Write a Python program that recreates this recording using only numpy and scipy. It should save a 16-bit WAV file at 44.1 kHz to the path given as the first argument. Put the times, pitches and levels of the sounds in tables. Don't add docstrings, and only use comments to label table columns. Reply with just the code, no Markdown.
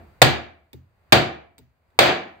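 import sys
import numpy as np
from scipy import signal
from scipy.fft import rfft, irfft, next_fast_len
from scipy.io import wavfile
from scipy.ndimage import uniform_filter1d

SR = 44100
rng = np.random.default_rng(int(sys.argv[2]) if len(sys.argv) > 2 else 0)


def store_wav(level_fs):
    pcm = np.round(np.clip(np.atleast_2d(level_fs), -1, 1) * 32767)
    wavfile.write(sys.argv[1], SR, pcm.T.astype(np.int16))


def gain_from_decibels(decibels):
    exponent = np.asarray(decibels, float) / 20
    return 10 ** exponent


N = 105840

# frequency in Hz, t60 in seconds.
ROOM_DECAY = [(100, 0.58), (700, 0.43), (2000, 0.44), (4900, 0.32), (6500, 0.32), (10000, 0.18),
              (13000, 0.19), (15500, .27)]
# frequency in Hz, left-right likeness (1 = mono).
STEREO_LIKENESS = [(30, 0.27), (70, 1), (150, 0.94), (350, 0.86), (700, .3), (1500, 0.15), (5000, 0.03),
                   (12000, 0)]


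def along(points, hz):
    f, v = np.transpose(points)
    return np.interp(np.log(hz + 1), np.log(f + 1), v)


def coloured(x, spectrum, tilt_db=0):
    m = 2 * next_fast_len(x.shape[-1] // 2 + 4096)
    hz = np.fft.rfftfreq(m, 1 / SR)
    response_db = along(spectrum, hz) + tilt_db * np.log2(hz / 1000 + .1)
    cepstrum = irfft(np.log(gain_from_decibels(response_db)), m)
    cepstrum = cepstrum * np.r_[1, np.full(m // 2 - 1, 2), 1, np.zeros(m // 2 - 1)]
    return irfft(rfft(x, m) * np.exp(rfft(cepstrum)), m)[..., :x.shape[-1]]


def add(track, s, sound):
    i = round(s * SR)
    first = max(i, 0)
    part = sound[..., max(-i, 0):][..., :N - first]
    track[..., first:first + part.shape[-1]] += part


def noise(size, spectrum, t60=None, tilt_db=0):
    raw = coloured(rng.standard_normal((2, size)), spectrum, tilt_db)
    hz, t, z = signal.stft(raw / raw.std(), SR, nperseg=512)
    likeness = np.clip(along(STEREO_LIKENESS, hz), -1, 1)
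    turn = np.arccos(likeness)[:, None] / 2
    fade = 1
    if t60 is not None:
        fade = gain_from_decibels(-60 * t / along(t60, hz)[:, None])
    mid = z[0] * np.cos(turn)
    side = z[1] * np.sin(turn)
    stereo = np.array([mid + side, mid - side]) * fade
    return signal.istft(stereo, SR, nperseg=512)[1][:, :size]


def ring(modes, t, rise_s, wander, spread_db=2):
    hz, db, t60 = np.transpose(modes)[:, :, None]
    apart = np.sqrt(1 - np.clip(along(STEREO_LIKENESS, hz), 0, 1))
    step = 63
    steps = rng.standard_normal((3, len(modes), len(t) // step + 1)) * wander * np.sqrt(step / SR)
    walk = np.repeat(np.cumsum(steps, axis=2), step, axis=2)
    walk = uniform_filter1d(walk, size=step, axis=2)[..., :len(t)]
    start_phase = 2 * rng.standard_normal((2, len(modes), 1))
    phase = walk[0] + apart * (walk[1:] + start_phase)
    level = gain_from_decibels(db + spread_db * rng.standard_normal(db.shape) - 60 * t / t60)
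    partials = level * np.sin(2 * np.pi * hz * t + phase)
    return partials.sum(axis=1) * (1 - np.exp(-t / rise_s))


def workshop():
    # frequency in Hz, level in dB per Hz.
    floor_spectrum = [(25, 11), (70, 6), (130, -7), (300, -16.5), (640, -11.5), (2400, -21), (3200, -30.5),
                      (15800, -27)]
    return gain_from_decibels(-51.5) * noise(N, floor_spectrum)


def swings():
    # start in seconds, end in seconds, level in dB at the end.
    arm_swings = [
        (0.04, 0.201, -72.5),
        (0.952, 1.117, -65.5),
        (1.85, 2.02, -67.5),
    ]
    # frequency in Hz, level in dB per Hz.
    swish_spectrum = [(60, -19), (250, -4), (1200, -0.5), (2000, -4), (4000, -24), (9000, -39)]
    t = np.arange(N) / SR
    speed = np.zeros(N)
    for start, end, db in arm_swings:
        rise = np.clip((t - start) / (end - start), 0, 1) ** .8
        speed += gain_from_decibels(db) * rise * (t < end)
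    return speed * noise(N, swish_spectrum)


def bending_wave(t):
    hz = 201 + (465 - 201) * np.exp(-t / 0.0198)
    level = gain_from_decibels(-1.5 - 60 * t / 0.075) * (1 - np.exp(-t / 0.0012))
    return level * np.sin(2 * np.pi * np.cumsum(hz) / SR)


def taps():
    # time in seconds, click level in dB, thud level in dB.
    contacts = [
        (0.731, -20.5, -27),
        (1.581, -23, -38.5),
        (1.5877, -28.5, -38),
        (1.903, -54, -67),
        (1.945, -60.5, -53),
    ]
    # frequency in Hz, level in dB, t60 in seconds.
    click_modes = [(2290, -7, 0.034), (3730, -4, 0.043), (5010, -6.5, 0.032), (7440, -4, 0.035),
                   (8160, 3, 0.033), (11800, -12, 0.034)]
    # frequency in Hz, level in dB, t60 in seconds, delay in seconds.
    thud_modes = [(74.3, -6.5, 0.43, 0.016), (127.8, -3, .35, 0.014), (252.4, -5, 0.23, 0.0012),
                  (890, -5, 0.042, 0.0027)]
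    bright = [(200, -10.5), (2000, -5), (4200, -8.5), (6000, 0), (8600, -8), (15500, 3)]  # (Hz, dB per Hz)
    out = np.zeros((2, N))
    t = np.arange(SR // 3) / SR
    glide = bending_wave(t)
    for s, click_db, thud_db in contacts:
        click = ring(click_modes, t, 0.00011, wander=25) / 3
        click = click + gain_from_decibels(-2 - 60 * t / 0.021) * noise(len(t), bright)
        echo = gain_from_decibels(-20) * noise(len(t), bright, ROOM_DECAY)
        add(out, s, gain_from_decibels(click_db) * (click + echo))
        add(out, s + .011, gain_from_decibels(thud_db) * glide * gain_from_decibels([[.5], [-.5]]))
        for hz, db, t60, delay_s in thud_modes:
            add(out, s + delay_s, gain_from_decibels(thud_db) * ring([(hz, db, t60)], t, 0.0016, wander=10))
    return out


def blows():
    # time in seconds, strength in dB, bench shake in dB, crack in dB,
    # brightness in dB per octave.
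    strikes = [
        (-.36, 12.5, 5, 9, -3.5),
        (0.2175, 20, -2, -6.5, 1.5),
        (1.123, 21.5, -2, -6.5, 0.42),
        (1.9897, 23.5, -11, -7, 0.74),
    ]
    # frequency in Hz, level in dB per Hz.
    crack_spectrum = [(120, -37), (200, -12), (760, 1.5), (1270, -8.5), (2300, -4.5), (3700, -6),
                      (8000, -11.5), (15800, -10)]
    # frequency in Hz, level in dB, t60 in seconds.
    punch_modes = [(735.7, 2.5, 0.03), (1815, -4, 0.053), (2352, 4.5, 0.014), (3667, -5.5, 0.05),
                   (4600, -17, .03), (6930, -11.5, 0.021), (8420, -9, 0.049), (12407, -16.5, .02)]
    # frequency in Hz, level in dB, t60 in seconds.
    vice_modes = [(528, -8, .26), (586, -7.5, .33), (677.3, -7.5, .52), (737, -4, .42), (778, -7.5, .46),
                  (1407, -6.5, .3), (1680, -9.5, 0.43), (1768, -14, .35), (1897, -14, .33),
                  (2310, -15.5, 0.51), (2430, -14.5, 0.41), (3360, -13.5, .21), (3800, -17, .26),
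                  (3830, -15.5, 0.33)]
    # frequency in Hz, level in dB, t60 in seconds.
    bench_modes = [(78.2, -20.5, .7), (123.8, 1, 0.31), (150.5, -4.5, 0.36), (243.7, -9.5, 0.38),
                   (295, -6.5, .33), (352.2, -6, 0.44), (470.5, -12, .3)]
    # frequency in Hz, level in dB per Hz.
    echo_spectrum = [(90, -32), (200, -12.5), (460, -9), (720, -6), (950, -10), (3400, -13), (8500, -20),
                     (15000, -27)]
    out = np.zeros((2, N))
    t = np.arange(SR * 3 // 4) / SR
    for s, db, shake_db, snap_db, tilt_db in strikes:
        crack_level = gain_from_decibels(-9 + snap_db - 60 * t / 0.024)
        crack = crack_level * noise(len(t), crack_spectrum, tilt_db=tilt_db)
        punch = gain_from_decibels(-9.5 + snap_db) * ring(punch_modes, t[:SR // 8], .0002, wander=24)
        vice = gain_from_decibels(-21) * ring(vice_modes, t, 0.0038, wander=10)
        bench = gain_from_decibels(-17.5 + shake_db) * ring(bench_modes, t, .022, wander=8.8)
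        echo_level = gain_from_decibels(-17.5) * (1 - np.exp(-t / .003))
        echo = echo_level * noise(len(t), echo_spectrum, ROOM_DECAY, tilt_db=tilt_db)
        add(out, s, gain_from_decibels(db) * (crack + vice + bench + echo))
        add(out, s, gain_from_decibels(db) * punch)
    return out


def scene():
    return workshop() + swings() + taps() + blows()


def roll_off(x):
    return signal.sosfilt(signal.butter(12, 16470, fs=SR, output="sos"), x)


def record(dry):
    # frequency in Hz, level in dB.
    mic_response = [(25, -24), (75, 0), (4930, 0), (5060, -11), (8800, -8), (9150, -15), (12500, -9),
                    (15500, -7)]
    # time in seconds, gain in dB.
    gain_curve = [(0, 3), (0.227, -0.5), (0.232, -11.5), (.32, -10.5), (.6, -10), (.88, -10), (1.13, -4),
                  (1.137, -12.5), (1.229, -12.5), (1.5, -12), (1.8, -11), (1.989, -5.5), (1.997, -16.5),
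                  (2.1, -8), (2.2, -7.5), (2.4, -5.5)]
    # frequency in Hz, level in dB.
    band_limit = [(15600, 0), (16000, -14), (16500, -60)]
    s, gain_db = np.transpose(gain_curve)
    x = coloured(dry, mic_response) * gain_from_decibels(np.interp(np.arange(N) / SR, s, gain_db))
    ceiling, hardness = .9, 4.9
    x = x / (1 + np.abs(x / ceiling) ** hardness) ** (1 / hardness)
    mix = coloured(x, band_limit)
    return roll_off(mix)


dry = scene()
out = record(dry)
store_wav(out)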